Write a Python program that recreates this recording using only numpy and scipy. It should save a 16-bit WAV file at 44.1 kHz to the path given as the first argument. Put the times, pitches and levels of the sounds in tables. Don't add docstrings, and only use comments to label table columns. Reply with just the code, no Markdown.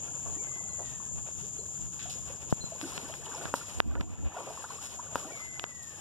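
import sys
import numpy as np
from scipy import signal
from scipy.fft import rfft, irfft, next_fast_len
from scipy.io import wavfile
from scipy.ndimage import uniform_filter1d, map_coordinates

SR = 44100
rng = np.random.default_rng(int(sys.argv[2]) if len(sys.argv) > 2 else 0)


def unload_audio(sound):
    columns = np.transpose(np.atleast_2d(sound))
    steps = np.round(np.clip(columns, -1, 1) * 32767)
    wavfile.write(sys.argv[1], SR, steps.astype(np.int16))


N = 264644
T = np.arange(N) / SR

# start_s, wash_db, spray_db
STIRRED_WATER = [(0, -57, -56.5), (.9, -57, -59), (1.7, -62, -58), (2.12, -59, -54.5), (2.62, -54, -55),
                 (2.9, -50, -46), (3.3, -47, -48.5), (3.75, -47.5, -48.5), (3.9, -44, -51.5),
                 (4.3, -49, -59), (4.4, -43.5, -49.5), (4.85, -53.5, -43), (5.08, -50, -55.5),
                 (5.2, -47.5, -45.5), (5.55, -55, -52), (6, -54.5, -51.5)]
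# frequency_hz, likeness (1 = the same, 0 = unrelated)
WATER_LIKENESS = [(100, 1), (1000, 0.12), (4000, 0), (9000, 0.027)]


def amp(db):
    return 10 ** (np.asarray(db) / 20)


def unit(x):
    return x / np.sqrt(np.mean(x ** 2, axis=-1, keepdims=True) + 1e-20)


def along(points, hz):
    point_hz, value = np.transpose(points)
    return np.interp(np.log(hz + 1), np.log(point_hz + 1), value)


def curves(rows):
    s, *columns = np.transpose(rows)
    return [np.interp(T, s, column) for column in columns]


def wobble(rate):
    knots = rng.standard_normal(int(N * rate / SR) + 4)
    return map_coordinates(knots, [T * rate])


def filtered(x, response):
    m = next_fast_len(N + SR // 2)
    spectrum = rfft(x, m) * response(np.fft.rfftfreq(m, 1 / SR))
    return irfft(spectrum, m)[..., :N]


def rush(source, spectrum, alike):
    def colour_and_weigh(hz):
        turn = np.arccos(np.clip(along(alike, hz), -1, 1)) / 2
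        return amp(along(spectrum, hz)) * [np.cos(turn), np.sin(turn)]

    mid, side = filtered(source, colour_and_weigh)
    return unit(np.array([mid + side, mid - side]))


def grainy(spike_db):
    spikes = np.minimum(uniform_filter1d(rng.exponential(size=(2, N)), size=12), 2)
    return rng.standard_normal((2, N)) * amp(spike_db * spikes * 3)


def port_gains(db, pan_db):
    return amp([[db + pan_db / 2], [db - pan_db / 2]])


def add(out, s, sound):
    part = out[:, round(s * SR):][:, :sound.shape[1]]
    part += sound[:, :part.shape[1]]


def water():
    # frequency_hz, level_db (per Hz); the hush is far leaves and water
    wash_spectrum = [(150, 14), (300, 7.5), (600, 10.5), (1000, 9), (1600, 0), (2500, 6), (3500, -4),
                     (5000, -12.5), (9000, -20)]
    spray_spectrum = [(2000, -1.5), (4500, -0.5), (8300, 1.5), (10500, -1), (13000, -12), (16000, 0.5)]
    hush_spectrum = [(300, 3), (600, 2.5), (2500, -26), (5500, -4), (9000, -18.5)]
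    wash_db, spray_db = curves(STIRRED_WATER)
    lumps = wobble(30)
    wash_level = amp(wash_db - 2.0 + 3.75 * lumps + 0.4 * wobble(7))
    wash = wash_level * rush(grainy(3.8), wash_spectrum, WATER_LIKENESS)
    flicker_db = 1.2 * lumps + 1.8 * wobble(60) + 1.5 * wobble(9)
    spray = amp(spray_db + flicker_db) * rush(grainy(3.6), spray_spectrum, WATER_LIKENESS)
    spray = spray * amp([[1.5], [-3.5]])
    hush = amp(-65.5) * rush(rng.standard_normal((2, N)), hush_spectrum, [(1000, 0.017)])
    return wash + spray + hush


def cicadas():
    # start_s, level_db
    chorus_level = [(0.0, -36), (2.0, -39), (2.7, -42.5), (3.5, -41), (4.0, -42), (5.0, -38.5), (6.0, -40)]
    # frequency_hz, level_db (per Hz)
    chorus_spectrum = [(5500, -64), (6300, -9.5), (6700, -5), (6950, -0.5), (7300, -1.5), (7500, -5.5),
                       (7750, -28.5), (8600, -29.5), (10500, -48)]
    fringe_spectrum = [(5500, -39), (6000, -9.5), (6400, 1), (7200, -26), (8900, -24), (9300, -6),
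                       (9550, -16), (10000, -34)]
    level_db, = curves(chorus_level)
    beat_hz = 86 + 3 * wobble(8.0)
    beat = 1 + 0.086 * np.sin(2 * np.pi * np.cumsum(beat_hz) / SR)
    chorus = rush(beat * rng.standard_normal((2, N)), chorus_spectrum, [(7000, 0.23)])
    chorus_gain = amp(level_db + 0.81 * wobble(5.97) + 0.82 * wobble(45))
    fringe_gain = amp(-49.5 - np.interp(T, (1.7, 2.6), [0, 9]))
    fringe = fringe_gain * rush(rng.standard_normal((2, N)), fringe_spectrum, [(7000, 0.092)])
    return (chorus_gain * chorus + fringe) * amp([[0], [-11]])


def air():
    # start_s, level_db
    breeze_level = [(0, -53), (1.5, -49.5), (3.5, -52.5), (4.6, -54), (6, -52)]
    # start_s, length_s, level_db, left_minus_right_db
    puff_events = [(.27, 0.092, -47, -2), (1.142, 0.081, -45.5, -2), (1.816, 0.055, -47.5, 10),
                   (3.774, 0.084, -35, -12), (3.867, 0.14, -27, -7), (4.036, 0.1, -32, -8),
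                   (4.196, 0.074, -28.5, 5)]
    # frequency_hz, level_db (per Hz)
    rumble_spectrum = [(30, -42), (55, 1.5), (90, 3), (112, -0.5), (136, 1.5), (170, -4.5), (350, -20),
                       (1000, -46.5)]
    puff_spectrum = [(35, -17), (55, 2.5), (120, -11.5), (300, -17), (1000, -58)]
    edge_s, breeze_left_db = 0.039, 3.5
    lumps = amp(2 * wobble(18) + 1.5 * np.array([wobble(12), wobble(12)]))
    breeze_gain = amp(curves(breeze_level)[0] + breeze_left_db * np.array([[.5], [-.5]]))
    breeze = breeze_gain * rush(rng.standard_normal((2, N)), rumble_spectrum, [(60, 0.7)])
    swell = np.zeros((2, N))
    for s, length, db, pan_db in puff_events:
        inside_s = np.minimum(T - s, s + length - T)
        swell += port_gains(db, pan_db) * np.clip(inside_s / edge_s + 1, 0, 1) ** 2
    puffs = swell * rush(rng.standard_normal((2, N)), puff_spectrum, [(60, -0.34)])
    rumble = amp(-46.0) * rush(rng.standard_normal((2, N)), rumble_spectrum, [(60, 0.96)])
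    return (breeze + puffs) * lumps + rumble


def bubble(hz, cycles, rise):
    cycles = cycles * hz / (hz + 400)
    rise = rise * (400 / hz) ** 1.5
    u = T[:int(3 * cycles / hz * SR)] * hz
    tone = np.sin(2 * np.pi * u * (1 + rise * u / cycles / 2))
    return tone * (1 - np.exp(-u / 0.8)) * np.exp(-2 * u / cycles)


def bubbles():
    # start_s, pitch_hz, level_db
    distinct_bubbles = [(0.262, 1082, -42.5), (0.359, 258, -36.5), (0.784, 557, -44), (1.001, 1030, -44.5),
                        (1.43, 370, -43), (1.588, 399, -40.5), (2.055, 676, -41.5), (2.09, 715, -47),
                        (2.152, 465, -46), (2.298, 492, -41), (2.72, 622, -36), (2.828, 256, -26.5),
                        (2.838, 1470, -44), (3.03, 201, -34.5), (3.096, 607, -36), (3.123, 3160, -40.5),
                        (3.259, 2950, -40.5), (3.263, 866, -42), (3.312, 2090, -55), (3.317, 1530, -40),
                        (3.331, 1100, -42), (3.349, 5500, -36), (3.412, 1430, -36.5), (3.416, 637, -39.5),
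                        (3.457, 1560, -36), (3.611, 1365, -36), (3.99, 196, -28.5), (4.343, 920, -32.5),
                        (4.402, 913, -33.5), (4.468, 490, -32), (4.5, 646, -31.5), (4.574, 1050, -35),
                        (5.228, 1100, -40), (5.25, 245, -32), (5.402, 1200, -42)]
    neighbour_db = -11
    out = np.zeros((2, N))
    clump_db = curves(STIRRED_WATER)[0] + 4 * wobble(8)

    def lean(pan):
        return np.array([[3], [-3]]) * (2 * pan - 1)

    for u, pitch, strength, pan in rng.random((1200, 4)):
        s = u * T[-1]
        level_db = clump_db[int(s * SR)] - 5.5 - 2.9 * np.log(1 - .93 * strength)
        add(out, s, amp(level_db + lean(pan)) * bubble(260 * 7 ** pitch, 23.0, 0.226))
    for s, hz, db in distinct_bubbles:
        add(out, s, amp([[db], [db]]) * bubble(hz, 19.4, 0.245))
        for later, pitch, pan in rng.random((6, 3)):
            neighbour = bubble(hz * 2.5 ** (pitch - .5), 15.0, 0.28)
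            add(out, s + 0.05 * later, amp(db + neighbour_db + lean(pan)) * neighbour)
    return out


def splashes():
    # start_s, centre_hz, level_db, t60_s (time to fall 60 dB)
    slaps = [(.255, 673, -47.5, 0.47), (0.791, 600, -42, 0.24), (.85, 3550, -54.5, 0.7),
             (1.992, 3300, -47.5, 0.6), (2.096, 6460, -41.5, 0.25), (2.5, 7360, -46, 0.19),
             (3.553, 7700, -37, 0.32), (4.328, 750, -47.5, 0.51), (4.472, 640, -35.5, 0.21),
             (5.16, 7700, -45, 0.67), (5.829, 9400, -46.5, 0.15)]
    out = np.zeros((2, N))
    for s, hz, db, t60 in slaps:
        band = [(hz / 6, -40), (hz / 2.6, -3), (hz, 0), (hz * 1.32, -3), (hz * 6, -40)]
        since = np.clip(T - s, 0, None)
        level = amp(db - 60 * since / t60) * (1 - np.exp(-since / 0.0003))
        out += level * rush(grainy(3.2), band, WATER_LIKENESS)
    return out


def forest(x, t60):
    t = T[:SR]
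    tail = rng.standard_normal((2, len(t))) * amp(-60 * t / t60)
    return signal.fftconvolve(x[None], tail / np.linalg.norm(tail[0]), axes=1)[:, :N]


def birds():
    # after_s, pitch_hz, level_db (relative)
    whistle_shape = [(0, 1870, -12), (.03, 1890, -5), (.036, 2310, 2), (.058, 2290, 2), (.085, 2150, 3),
                     (.125, 2060, 1), (.4, 2000, -2), (.5, 1930, -5), (.6, 1790, -9), (.76, 1680, -19)]
    # start_s, level_db
    whistle_calls = [(0.351, -52.5), (5.281, -43.5)]
    # start_s, level_db
    chip_calls = [(.305, -56), (0.687, -51), (.79, -57), (1.578, -49), (2.604, -36.5), (2.945, -45),
                  (4.688, -47)]
    warble_hz, warble_rate_hz, chip_hz = 75, 22, 4102
    song = np.zeros((1, N))
    after, hz, db = np.transpose(whistle_shape)
    t = T[:int(after[-1] * SR)]
    for s, level_db in whistle_calls:
        flutter_db = 2.8 * wobble(40)[:len(t)]
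        warble = warble_hz * (t / t[-1]) ** 2 * np.sin(2 * np.pi * warble_rate_hz * t)
        pitch = np.interp(t, after, hz) + warble
        tone = np.sin(2 * np.pi * np.cumsum(pitch) / SR)
        add(song, s, amp(level_db + flutter_db + np.interp(t, after, db)) * tone[None])
    whistle_echo = forest(song[0], 0.8)
    for s, level_db in chip_calls:
        c = T[:int(.035 * SR)]
        tone = np.sin(2 * np.pi * chip_hz * c * (1 + 0.087 * c))
        add(song, s, amp(level_db) * np.sin(np.pi * c / c[-1]) * tone[None])
    return song * amp([[1], [-5]]) + amp(-9) * (whistle_echo + forest(song[0], 0.42))


def taps():
    # start_s, port (-1 left, 1 right), click_db, click_hz, rebound (0-1 per half cycle), thump_db
    touches = [(2.5255, -1, -12.5, 590, 0.11, -4.5), (2.6395, -1, -38, 500, 0, -18.5),
               (2.8136, -1, -20, 2166, 0, -62), (2.9786, -1, -14.5, 2520, 0.13, -23),
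               (3.1397, -1, -21.5, 2094, 0.4, -30), (3.455, 1, -18.5, 1180, 0.01, -21),
               (3.8027, 1, 2.5, 1600, 0.09, -17), (3.9536, 1, -12, 1484, 0.45, -38),
               (3.9576, 1, -13, 690, 0.1, -40), (4.0092, 1, -10.5, 1880, 0.02, -3.5),
               (4.0121, 1, -9.5, 1360, 0.07, -40), (5.5961, 1, -11.5, 2760, 0.37, -44),
               (5.6408, 1, -10, 1470, 0.03, -57)]
    tick_db, tick_t60 = -29, .003
    out, t = np.zeros((2, N)), T[:SR // 12]
    for s, port, db, hz, rebound, thump_db in touches:
        ringing = np.clip(rebound, .02, .9) ** (2 * hz * t - .5)
        click = -np.sin(2 * np.pi * hz * t) * ringing * (1 - np.exp(-8 * hz * t))
        tick = amp(tick_db - 60 * t / tick_t60) * np.diff(rng.standard_normal(len(t) + 1))
        thump = np.sin(2 * np.pi * 140 * (t - .0008)) * amp(-60 * t / 0.023) * (1 - np.exp(-t / 0.0011))
        touched = np.array([[port < 0], [port > 0]])
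        add(out, s, touched * (amp(db) * (click + tick) + amp(thump_db) * thump))
    return out


def drips():
    # start_s, starting_pitch_hz, level_db
    drops = [(3.41, 2050, -51), (4.364, 620, -26.5), (4.639, 780, -34.5), (4.641, 1270, -38),
             (4.702, 956, -35), (4.783, 1073, -44), (4.991, 890, -35.5)]
    life_s, climb = .012, .22
    out, t = np.zeros((2, N)), T[:SR // 20]
    for s, hz, db in drops:
        ragged = 1 + .5 * unit(uniform_filter1d(rng.standard_normal(len(t)), size=50))
        sweep = np.sin(2 * np.pi * hz * t * (1 + climb * t / life_s / 2)) * ragged
        level = (1 - np.exp(-hz * t / 2)) * np.exp(-(t / life_s) ** 2)
        add(out, s, amp([[db], [db]]) * sweep * level)
    return out


def knocks():
    # start_s, level_db, left_minus_right_db
    strikes = [(3.54, -7, 2.5), (5.1566, -8.5, 6)]
    # pitch_hz, level_db (relative to the strike), t60_s
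    hull_modes = [(282, -23, 0.058), (573, -14, 0.015), (960, -10, 0.011), (1296, -13, 0.0094)]
    out, t = np.zeros((2, N)), T[:SR // 8]
    for s, db, pan_db in strikes:
        ring = sum(amp(level - 60 * t / t60) * np.sin(2 * np.pi * hz * t) for hz, level, t60 in hull_modes)
        crack = 0.054 * amp(-60 * t / 0.031) * rng.standard_normal((2, len(t)))
        add(out, s, port_gains(db, pan_db) * (crack - ring))
    return out


def scene():
    hits = knocks()
    hit_echo = amp(-12.5) * forest(hits[0], 0.23)
    near = water() + splashes() + bubbles() + drips() + hits + hit_echo
    return near + cicadas() + birds() + air() + taps()


def record(dry):
    # frequency_hz, level_db
    cross_share = [(50, -2), (1000, -3.5), (2200, -0.5), (4400, -1.7), (7000, -6.5), (9000, -24)]
    port_lag_s, top_hz, release_s = 20.5 / SR, 15480, 0.71

    def cross(hz):
        return amp(along(cross_share, hz)) * np.exp(-2j * np.pi * hz * port_lag_s)

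    both = dry - filtered(dry[::-1], cross)
    sharp = np.abs(filtered(both, lambda hz: hz / (hz + 1500))).max(axis=0)
    need_db = np.clip(0.78 * (20 * np.log10(sharp + 1e-9) + 22), 1e-3, None)
    release = T / release_s
    duck_db = np.exp(np.maximum.accumulate(np.log(need_db) + release) - release)
    late_db = uniform_filter1d(np.pad(duck_db, (60, 0))[:N], size=40)

    def top_end(hz):
        shelf = amp(np.interp(hz, [14150, 14400], [0, -36]))
        return shelf * (hz < top_hz)

    return filtered(both * amp(-late_db), top_end)


dry = scene()
out = record(dry)
unload_audio(out)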